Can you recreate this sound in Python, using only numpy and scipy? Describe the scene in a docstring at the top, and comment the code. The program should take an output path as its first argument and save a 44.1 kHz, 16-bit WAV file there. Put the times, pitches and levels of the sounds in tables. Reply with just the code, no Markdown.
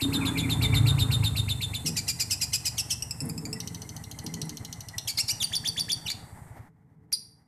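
"""In the street a single-cylinder motorbike, pulses and gas puffs ringing a pipe, drops from high revs
to an idle amid noise for traffic and hiss. On a porch a lovebird in a cage, a gliding tone that shakes and
doubles its period, trills tweets, and under them a thin whistle sinks farther off.
Rasps, pips, thin squeaks, a fast trill of ticks and slurred notes come next, with a few dull thuds, rung
noise, among them. Near the end the firings stop and the background falls away, leaving one last chirp."""
import sys
import numpy as np
from scipy import signal
from scipy.fft import rfft, irfft
from scipy.io import wavfile
from scipy.ndimage import uniform_filter1d

SR = 44100
rng = np.random.default_rng(int(sys.argv[2]) if len(sys.argv) > 2 else 0)


def wrap_up_sound(samples):
    """Save the sound to the file named by the first command line argument, as 16-bit audio."""
    columns = np.atleast_2d(samples).T
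    # keep every value between -1 and 1, then stretch to whole-number steps
    tamed = np.clip(columns, -1, 1)
    steps = np.round(tamed * 32767).astype(np.int16)
    wavfile.write(sys.argv[1], SR, steps)


N = 329427
TIME = np.arange(N) / SR


def from_db(db):
    """Decibels to amplitude gain."""
    return 10 ** (np.asarray(db) / 20)


def rms_one(x):
    """Scale to unit power."""
    return x / np.sqrt(np.mean(x ** 2) + 1e-20)


def read(rows, t):
    """Every column of a curve, joined by straight lines, at the times t."""
    s, *columns = np.transpose(rows)
    return [np.interp(t, s, column) for column in columns]


def gain_at(spectrum, hz):
    """Gain of a spectrum, joined on a log-frequency axis."""
    point_hz, point_db = np.transpose(spectrum)
    return from_db(np.interp(np.log(hz + 1e-9), np.log(point_hz), point_db))


def coloured(spectrum):
    """Steady unit-power noise shaped by a spectrum."""
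    bins = rfft(rng.standard_normal(N))
    return rms_one(irfft(bins * gain_at(spectrum, np.fft.rfftfreq(N, 1 / SR)), N))


def flutter(size, hz):
    """Random wavering, mostly slower than hz, with unit power."""
    sos = signal.butter(2, hz, fs=SR, output="sos")
    warm_up = SR // 10
    return rms_one(signal.sosfilt(sos, rng.standard_normal(size + warm_up))[-size:])


def resonate(x, modes):
    """Parallel two-pole resonances with alternating signs."""
    out = 0
    for k, (hz, width_hz, db) in enumerate(modes):
        r = np.exp(-np.pi * width_hz / SR)
        poles = [1, -2 * r * np.cos(2 * np.pi * hz / SR), r * r]
        peak = (1 - r * r) / 2  # evens out the gain at resonance
        out = out + (-1) ** k * from_db(db) * peak * signal.lfilter([1, 0, -1], poles, x)
    return out


def add(track, start_s, sound):
    """Mix a sound into a track, dropping whatever falls outside it."""
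    at = round(start_s * SR) + np.arange(len(sound))
    inside = (at >= 0) & (at < N)
    track[at[inside]] += sound[inside]


def exhaust(firings, modes, level_db, gas_db, puff_s, uneven_db=2, steady=.002):
    """Each firing is a pressure pulse and a puff of gas that ring the pipe; without them a smooth hum stays."""
    pulses = np.zeros(N)
    pulses[firings] = from_db(uneven_db * rng.standard_normal(len(firings)))
    fade = np.exp(-1 / (puff_s * SR))
    flow = signal.lfilter([1], [1, -fade], pulses) * np.sqrt(1 - fade ** 2) + steady
    gas = from_db(gas_db) * flow * rng.standard_normal(N)
    sound = resonate(pulses + gas, modes)
    # slow levelling, so that the level curve sets the loudness
    power = uniform_filter1d(uniform_filter1d(sound ** 2, size=8000), size=4000)
    return from_db(level_db) * sound / np.sqrt(np.abs(power) + 1e-20)


# Engine speed. Each row: time in seconds, rate in firings per second.
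ENGINE_SPEED = [(0, 31), (.6, 29), (1.05, 27), (1.6, 25.3), (2.3, 24.3), (3.2, 24), (3.8, 21), (4.3, 13),
                (4.52, 11.05), (7.47, 11)]
# Pipe resonances: deep thump, silencer, and bark at high revs.
# Each row: centre in Hz, width in Hz, relative level in dB.
THUMP_MODES = [(65, 25, -2), (107, 23.4, 4.5), (140.6, 8.4, 1.5)]
SILENCER_MODES = [(162.2, 6.7, 5), (232.6, 45.4, -8.5), (305, 19, -9.5), (435.3, 18, -13.5),
                  (990, 250, -34)]
BARK_MODES = [(272.9, 13, 0)]
# Thump level, following the engine's load. Each row: time in seconds, level in dB before a trim.
THUMP_CURVE = [(0.0, -30), (0.06, -34.5), (0.37, -34.5), (0.77, -20.5), (1.41, -28), (1.89, -41.5),
               (6.62, -48), (6.66, -57.5), (7.43, -63.5), (7.47, -78)]
# Level of the silencer's ring. Each row: time in seconds, level in dB before a trim.
RING_CURVE = [(0.0, -32), (0.6, -33), (1.27, -37), (1.52, -44), (2.93, -52), (3.2, -50), (3.39, -37),
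              (4.2, -49.5), (4.35, -37.5), (5.03, -58), (5.78, -45), (6.76, -60.5), (7.07, -56),
              (7.47, -66.5)]


def motorbike(thump_trim_db=0.5, ring_trim_db=-1.0, bark_trim_db=2.5, bark_db_per_firing=3.04):
    """One cylinder, slowing to an idle; its firings ring the pipe, and the bark sinks with the revs."""
    count_from_s, last_firing_s = 3.8, 6.65
    per_s, = read(ENGINE_SPEED, TIME)
    cycles = np.cumsum(per_s) / SR
    # the count is aligned to a moment in the slowing
    cycles = cycles - np.interp(count_from_s, TIME, cycles)
    firings = np.flatnonzero(np.diff(np.floor(cycles)))
    firings = firings[firings < last_firing_s * SR]
    thump_db, = read(THUMP_CURVE, TIME)
    ring_db, = read(RING_CURVE, TIME)
    bark_db = ring_db + bark_trim_db + bark_db_per_firing * (per_s - per_s[0])
    thump = exhaust(firings, THUMP_MODES, thump_db + thump_trim_db, gas_db=-8, puff_s=0.052)
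    ring = exhaust(firings, SILENCER_MODES, ring_db + ring_trim_db, gas_db=4, puff_s=0.18)
    bark = exhaust(firings, BARK_MODES, bark_db, gas_db=-8, puff_s=.05)
    band = signal.butter(2, [55, 2000], "band", fs=SR, output="sos")
    return signal.sosfilt(band, thump + ring + bark)


# Lumpy midrange of the street. Each row: time in seconds, level in dB.
LUMP_CURVE = [(0, -64), (.22, -41), (.45, -52), (.73, -46), (1.1, -47), (1.7, -65.5), (7.47, -92.5)]
# Where the lumps lie: lowest centre in Hz, highest centre in Hz.
LUMP_RANGE = (850, 1600)


def lumps(width_hz=70, patchy_db=5, swell_hz=9, count=9):
    """Narrow bands of midrange noise swell and sink, each on its own."""
    total = np.zeros(N)
    for hz in np.geomspace(*LUMP_RANGE, count):
        band = resonate(rng.standard_normal(N), [(hz, width_hz, 0)])
        total += from_db(patchy_db * flutter(N, swell_hz)) * band
    sos = signal.butter(2, [600, 2200], "band", fs=SR, output="sos")
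    level_db, = read(LUMP_CURVE, TIME)
    return from_db(level_db) * rms_one(signal.sosfilt(sos, total))


# Colours of the traffic wash and of the hiss. Each row: frequency in Hz, relative density in dB per Hz.
WASH_SPECTRUM = [(250, 5.5), (450, -4.5), (540, -3), (820, 6), (1100, -3), (1600, -6.5), (2000, -2),
                 (2600, -21), (4000, -25), (8000, -23.5)]
HISS_SPECTRUM = [(1500, -12), (3000, -10), (4500, -10), (5800, -10.5), (8000, 8), (10000, 2), (14000, -5.5),
                 (16000, -21)]
# Their levels. Each row: time in seconds, level in dB before the trim and the final drop.
WASH_CURVE = [(0.0, -49.5), (0.62, -45), (0.99, -48.5), (1.48, -55.5), (2.57, -55), (6.42, -54),
              (6.55, -53)]
HISS_CURVE = [(0.0, -46), (2.06, -50), (2.3, -50.5), (4.89, -59), (5.24, -54), (5.79, -53.5), (6.49, -63),
              (6.6, -76)]


def street(wash_trim_db=1.5, hiss_trim_db=-1.0, waver_db=2.3):
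    """Shaped noise: a wavering wash of traffic, lumpy at first, and a thin hiss; wash and hiss drop late."""
    hush_at_s, hush_fade_s, wash_drop_db, hiss_drop_db = 6.65, 0.078, 21, 24
    hush = np.clip((TIME - hush_at_s) / hush_fade_s, 0, 1)
    wash_db = read(WASH_CURVE, TIME)[0] + wash_trim_db - wash_drop_db * hush
    hiss_db = read(HISS_CURVE, TIME)[0] + hiss_trim_db - hiss_drop_db * hush
    wash = from_db(wash_db + waver_db * flutter(N, 14)) * coloured(WASH_SPECTRUM)
    hiss = from_db(hiss_db) * coloured(HISS_SPECTRUM)
    return wash + lumps() + hiss


# Windpipe and open beak as a filter. Each row: frequency in Hz, gain in dB.
THROAT_GAIN = [(1500, 23), (2500, -16.5), (3500, 3.5), (4800, -6), (6000, 1), (7500, -5.5), (9000, -5.5),
               (11000, 1), (13000, 1), (15000, -36.5)]


def syllable(t, shape, pitch, overtone_db, slope_db=-5):
    """The syrinx glides one tone; pressed hard it shakes and doubles its period, adding half-pitch tones.

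    Doubling 0 is pure, 1 has the half-pitch tones in full, above 1 the half pitch leads.
    """
    jitter, shake_hz, shimmer_db, smear_rad = .06, 700, 3.5, .8  # depths at full roughness
    hz, level_db, rough, doubling = read(shape, t)
    hz = pitch * hz * (1 + jitter * rough * flutter(len(t), shake_hz))
    phase = 2 * np.pi * np.cumsum(hz) / SR
    tone, power = 0, 0
    for half in range(1, 9):
        k = half / 2  # multiple of the pitch
        source_db = overtone_db * (half > 3) + slope_db * max(k - 2, 0)
        if half % 2 == 0:
            share = 1
        elif half == 1:
            share = doubling ** 2
        else:
            share = np.minimum(doubling, 1) ** 2
        weight = from_db(source_db) * gain_at(THROAT_GAIN, k * hz) * share * (k * hz < SR / 2)
        # chaotic vibration breaks each partial up on its own, the high ones most
        partial = np.sin(k * (phase + smear_rad * rough * flutter(len(t), shake_hz)))
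        shimmer = from_db(shimmer_db * rough * (flutter(len(t), shake_hz) - rough / 2))
        tone = tone + weight * partial * shimmer
        power = power + weight ** 2 / 2
    return from_db(level_db) * tone / np.sqrt(power + 1e-12) * signal.windows.tukey(len(t), .05)


def phrase(shape, notes, overtone_db, stretch=1, longer_per_db=0):
    """One syllable repeated, each note with its own strength and pitch; strength may alter its length."""
    out = np.zeros(N)
    first, last = shape[0][0], shape[-1][0]
    mean_db = np.mean([note[1] for note in notes])
    for s, db, pitch in notes:
        length = stretch * np.exp(longer_per_db * (db - mean_db))
        t = np.arange(first, last, 1 / (SR * length))  # time within the unstretched shape
        add(out, s + first * length, from_db(db) * syllable(t, shape, pitch, overtone_db))
    return out


def plain(notes):
    """Notes at their shape's own pitch."""
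    return [(s, db, 1) for s, db in notes]


def trill(first_s, gap_s, slowing_s, effort, count, uneven_db, stray):
    """Notes on a beat whose gap grows by slowing_s each time; level and pitch follow the effort, unevenly."""
    k = np.arange(count)
    s = first_s + k * gap_s + slowing_s * k * (k - 1) / 2
    db, pitch = read(effort, s)
    chance = rng.uniform(-1, 1, (count, 2))
    return np.transpose([s, db + uneven_db * chance[:, 0], pitch * (1 + stray * chance[:, 1])])


# Shape of a tweet, before the note's pitch, level and stretch, as for all syllables below.
# Each row: seconds from onset, pitch in Hz, level in dB, roughness 0-1, period doubling.
TWEET_SHAPE = [(-.016, 3900, -20, .2, 6), (-.008, 4700, -6, .35, 6), (-.003, 5800, -2, .35, 6),
               (-.001, 4400, -4, .42, .25), (.004, 4300, -1, .54, .1), (.011, 3980, 1, .5, .1),
               (.019, 3670, 2, .33, 0), (.036, 3620, 1.5, .22, 0), (.043, 3610, -16, .2, 0)]
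# Effort over the trill. Each row: time in seconds, level in dB, pitch factor.
TWEET_CURVE = [(0, -31, 1), (.25, -31.5, 0.97), (.65, -30, 0.99), (1.0, -30, 1.014), (1.45, -31, .995),
               (1.75, -32.5, 0.97)]


def tweets():
    """A slowing trill of syrinx tones; stronger notes are held longer."""
    notes = trill(first_s=.0135, gap_s=.1212, slowing_s=.00036, effort=TWEET_CURVE,
                  count=15, uneven_db=.4, stray=.008)
    return phrase(TWEET_SHAPE, notes, overtone_db=-5.5, stretch=1.01, longer_per_db=0.11)


# Each row: seconds from onset, pitch in Hz, level in dB, roughness 0-1, period doubling.
WHISTLE_SHAPE = [(-.006, 2650, -25.5, 0.036, 0.0047), (.004, 2620, 9.5, 0.03, 0.015),
                 (.022, 2260, 6, .1, 0), (.036, 2240, -17.5, .1, 0.0073)]
# Each row: start in seconds, level in dB, pitch factor.
WHISTLE_NOTES = [(0.209, -45.5, 0.96), (0.353, -44, 0.93), (0.43, -46.5, 0.93), (0.634, -45, 0.9),
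                 (.725, -43.5, 0.89)]


def whistles():
    """A thin, sinking whistle farther off: the same tone model with weak overtones."""
    return phrase(WHISTLE_SHAPE, WHISTLE_NOTES, overtone_db=-38, stretch=1.15)


# Dull blows in the street. Each row: start in seconds, level in dB.
THUD_BLOWS = [(1.842, -34), (1.879, -35), (3.212, -32), (3.249, -35), (3.286, -40.5), (4.242, -40),
              (4.382, -37.5)]
# Their hollow body. Each row: centre in Hz, width in Hz, relative level in dB.
THUD_MODES = [(157, 15.7, 8.5), (266, 79, -3.5), (350, 17, -5), (450, 45, -12)]


def thuds(t60_s=0.44):
    """Soft blows: decaying noise rings something hollow, drawn out by the street's echo."""
    out, t = np.zeros(N), TIME[:SR // 2]
    for s, db in THUD_BLOWS:
        boom = resonate(rng.standard_normal(len(t)) * from_db(-60 * t / t60_s), THUD_MODES)
        add(out, s, from_db(db) * boom / np.std(boom[:SR // 20]))
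    return signal.sosfilt(signal.butter(2, 600, fs=SR, output="sos"), out)


# Each row: seconds from onset, pitch in Hz, level in dB, roughness 0-1, period doubling.
RASP_SHAPE = [(-.010, 4050, -17, .1, .9), (-.003, 4000, -11, .25, .9), (0, 5900, 2, .75, 1),
              (.006, 5100, 3, .62, .9), (.014, 4830, 1.5, .5, .85), (.023, 4780, 0, .45, .85),
              (.031, 4850, -14, .5, .8)]
# Each row: start in seconds, level in dB, pitch factor.
RASP_NOTES = [(1.862, -29, 1.05), (1.968, -29.5, 0.98), (2.082, -27.5, 1), (2.2, -27.5, 1),
              (2.31, -26.5, 1.05), (2.415, -28, 1.005), (2.534, -26, 1.03), (2.656, -28, 1.016),
              (2.782, -28.5, 1.1), (2.906, -28.5, 1.1)]


def rasps():
    """Rough notes whose strong period doubling fills in half-pitch tones."""
    return phrase(RASP_SHAPE, RASP_NOTES, overtone_db=-11.5, stretch=1.16)


# Each row: seconds from onset, pitch in Hz, level in dB, roughness 0-1, period doubling.
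PIP_SHAPE = [(-.001, 4840, -38, 0.79, .9), (.002, 4996, 7, 0.14, 0.99), (.006, 5403, 1, 0.074, 0.96),
             (.012, 5300, -2, .15, .7), (.016, 5100, -57, .2, .7)]
# Each row: start in seconds, level in dB, pitch factor.
PIP_NOTES = [(3.022, -30.5, 1.073), (3.108, -31.5, 1), (3.203, -34, 1.005), (3.296, -39.5, 0.94),
             (3.377, -38.5, 0.98), (3.452, -37.5, .9), (3.528, -33, 1.01)]


def pips():
    """Very short period-doubled tones; stronger ones are slightly shorter."""
    return phrase(PIP_SHAPE, PIP_NOTES, overtone_db=-14.5, stretch=.87, longer_per_db=-0.0091)


# Each row: seconds from onset, pitch in Hz, level in dB, roughness 0-1, period doubling.
SQUEAK_SHAPE = [(-.003, 8940, -18, 0.42, 0.0043), (0, 10650, 8.5, 0.53, 0), (.002, 11000, -17, .3, 0),
                (.005, 8600, 9, 0.5, 0.016)]
# Each row: start in seconds, level in dB.
SQUEAK_NOTES = [(3.22, -43), (3.256, -42), (3.292, -39.5), (4.242, -44), (4.454, -48)]


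def squeaks():
    """Thin, very high tones among the pips and ticks, nearly bare of overtones."""
    return phrase(SQUEAK_SHAPE, plain(SQUEAK_NOTES), overtone_db=-31)


# Each row: seconds from onset, pitch in Hz, level in dB, roughness 0-1, period doubling.
TICK_SHAPE = [(-.056, 4150, -26, .3, 5), (-.042, 4100, -14, .3, 5), (-.020, 4000, -32, .3, 5),
              (-.002, 4200, -32, .6, 2), (0, 6100, 5.5, .7, .8), (.003, 5900, 3.5, .65, .6),
              (.004, 4000, -3, .7, .3), (.008, 4400, -4, .5, .2), (.012, 4400, -20, .4, .2)]
# Effort over the fast trill. Each row: time in seconds, level in dB, pitch factor.
TICK_CURVE = [(3.66, -34.5, 0.98), (3.82, -41.5, 1.03), (4.11, -40.5, 0.98), (4.39, -33, 1.01),
              (4.5, -36.5, .98), (4.87, -40, 0.97)]
# The strong tick that closes it: start in seconds, level in dB, pitch factor.
LAST_TICK = (4.982, -29.5, 0.95)


def ticks():
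    """A fast, slowing trill of rough, short bursts of tone, closed by a strong tick."""
    notes = trill(first_s=3.603, gap_s=.0714, slowing_s=.00051, effort=TICK_CURVE,
                  count=18, uneven_db=1.2, stray=.04)
    return phrase(TICK_SHAPE, [*notes, LAST_TICK], overtone_db=-11, stretch=.9)


# Each row: seconds from onset, pitch in Hz, level in dB, roughness 0-1, period doubling.
DIP_SHAPE = [(-.002, 7240, -10, .5, 1.3), (.003, 6480, 1.5, 0.65, 1.3), (.011, 4990, 1, 0.7, 0.98),
             (.02, 4410, -1, .45, .6), (.034, 4550, -1, .45, .6), (.039, 4650, -20, .4, .6)]
# Each row: start in seconds, level in dB.
DIP_NOTES = [(5.075, -29)]


def dips():
    """A falling, half-doubled tone that leads from the ticks into the slurred notes."""
    return phrase(DIP_SHAPE, plain(DIP_NOTES), overtone_db=-6.5)


# Each row: seconds from onset, pitch in Hz, level in dB, roughness 0-1, period doubling.
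CHEW_SHAPE = [(-.002, 5290, -14.5, 0.15, 0.12), (.002, 5023, -2, 0.66, 0.18), (.009, 4364, -5, 0.81, 0.55),
              (.015, 4320, -0.5, 0.31, 0.51), (.023, 4750, -2.5, .3, 0.87), (.031, 5510, -2.5, 0.15, 0.96),
              (.039, 5500, -2.5, 0.41, 0.7)]
# Each row: start in seconds, level in dB, pitch factor.
CHEW_NOTES = [(5.174, -22.5, 1.004), (5.281, -23.5, 1.06)]


def chews():
    """Tones that fall and rise again while their period doubling grows."""
    return phrase(CHEW_SHAPE, CHEW_NOTES, overtone_db=-11.5)


# Each row: seconds from onset, pitch in Hz, level in dB, roughness 0-1, period doubling.
SLIDE_SHAPE = [(-.009, 3860, -6, .05, 0.047), (.002, 3546, 1.5, .08, 0.0078),
               (.012, 3285, -0.5, .15, 0.022), (.025, 2830, 5, .5, 0), (.029, 4850, -4, .3, .1),
               (.042, 4650, 9.5, .08, 0), (.048, 4200, -9, .1, 0.011)]
# Each row: start in seconds, level in dB.
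SLIDE_NOTES = [(5.409, -29.5)]


def slides():
    """A nearly pure tone that slides down, then leaps up."""
    return phrase(SLIDE_SHAPE, plain(SLIDE_NOTES), overtone_db=-3, stretch=.87)


# Each row: seconds from onset, pitch in Hz, level in dB, roughness 0-1, period doubling.
SLUR_SHAPE = [(-.022, 1584, -21, 0.045, 0.0091), (-.015, 1847, -11, .1, 0.014),
              (-.008, 3055, -7.5, 0.24, 0.02), (.002, 3594, 4.5, 0.055, 0.015),
              (.013, 3240, -4, 0.66, 0.0067), (.017, 5860, 5, 0.58, .1), (.023, 4750, -4, .15, 0),
              (.030, 4553, 9.5, 0.06, 0.028), (.036, 4630, -5, .1, 0.016)]
# Each row: start in seconds, level in dB.
SLUR_NOTES = [(5.538, -29.5), (5.66, -29.5), (5.781, -30), (5.903, -28.5)]


def slurs():
    """Tones that sweep up from a low start, with a rough leap on the way."""
    return phrase(SLUR_SHAPE, plain(SLUR_NOTES), overtone_db=-8.0, stretch=0.99)


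# Each row: seconds from onset, pitch in Hz, level in dB, roughness 0-1, period doubling.
WARBLE_SHAPE = [(-.033, 3170, -24, 0.12, 0), (-.018, 2865, 1, .05, 0.042), (-.011, 2264, -8, 0.13, 0.023),
                (-.005, 4050, -1.5, 0.37, 0), (.005, 3420, 1.5, 0.24, 0), (.011, 4730, -11, 0.27, 0.88),
                (.017, 4700, 4.5, .8, 1), (.023, 4010, -5, 0.54, 0), (.033, 4780, 3.5, 0.29, 0.53),
                (.039, 4320, -28, 0.66, 0.43)]
# Each row: start in seconds, level in dB.
WARBLE_NOTES = [(6.086, -30.5)]


def warbles():
    """A tone whose pitch swings up and down, doubling its period in places."""
    return phrase(WARBLE_SHAPE, plain(WARBLE_NOTES), overtone_db=-11.5)


# Each row: seconds from onset, pitch in Hz, level in dB, roughness 0-1, period doubling.
CHIRP_SHAPE = [(-.009, 4800, -24, 1, 2), (-.001, 4700, -17, 1, 1), (0, 5700, 1, .15, 0),
               (.002, 5750, 3, .1, 0), (.004, 4200, -1, .2, 0), (.006, 4700, 3, .25, 0),
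               (.013, 4850, 3, .25, 0), (.016, 5000, -2, .25, 0), (.024, 4850, -5, .25, 0),
               (.028, 4050, -13, .2, 0), (.034, 4000, -25, .2, 0)]
# Each row: start in seconds, level in dB.
CHIRP_NOTES = [(7.1272, -25)]


def chirps():
    """The last note: a sharp, high start, then a mostly clear tone."""
    return phrase(CHIRP_SHAPE, plain(CHIRP_NOTES), overtone_db=-5, stretch=.91)


def lovebird():
    """The whole song, every syllable from the same syrinx and throat."""
    opening = tweets() + rasps() + pips()
    fast = squeaks() + ticks() + dips()
    slurred = chews() + slides() + slurs() + warbles()
    return opening + fast + slurred + chirps()


# Nearby walls. Each row: delay in seconds, level in dB.
WALL_ECHOES = [(.0047, -8), (.0112, -10.5)]


def porch(x, tail_db, build_s=.004, dull_hz=9000, t60_s=.42):
    """A few wall echoes and a diffuse decaying tail, both with some treble lost."""
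    t = TIME[:SR // 2]
    tail = rng.standard_normal(len(t)) * from_db(-60 * t / t60_s) * (1 - np.exp(-t / build_s))
    response = from_db(tail_db) * tail / np.sqrt(np.sum(tail ** 2))
    for delay_s, db in WALL_ECHOES:
        add(response, delay_s, from_db([db]))
    response = signal.sosfilt(signal.butter(1, dull_hz, fs=SR, output="sos"), response)
    return signal.fftconvolve(x, response)[:N]


def scene():
    """The bird on its porch, and the street beyond."""
    background = motorbike() + street() + thuds()
    near, far = lovebird(), whistles()
    bird = near + porch(near, tail_db=-9.5)
    whistle = far + porch(far, tail_db=-2.5)  # farther off, so more of the tail
    return (background + bird + whistle)[None]


def record(dry):
    """A steep low-pass cuts the top."""
    cutoff_hz = 14350
    return signal.sosfilt(signal.ellip(10, .2, 70, cutoff_hz, fs=SR, output="sos"), dry)


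dry = scene()
out = record(dry)
wrap_up_sound(out)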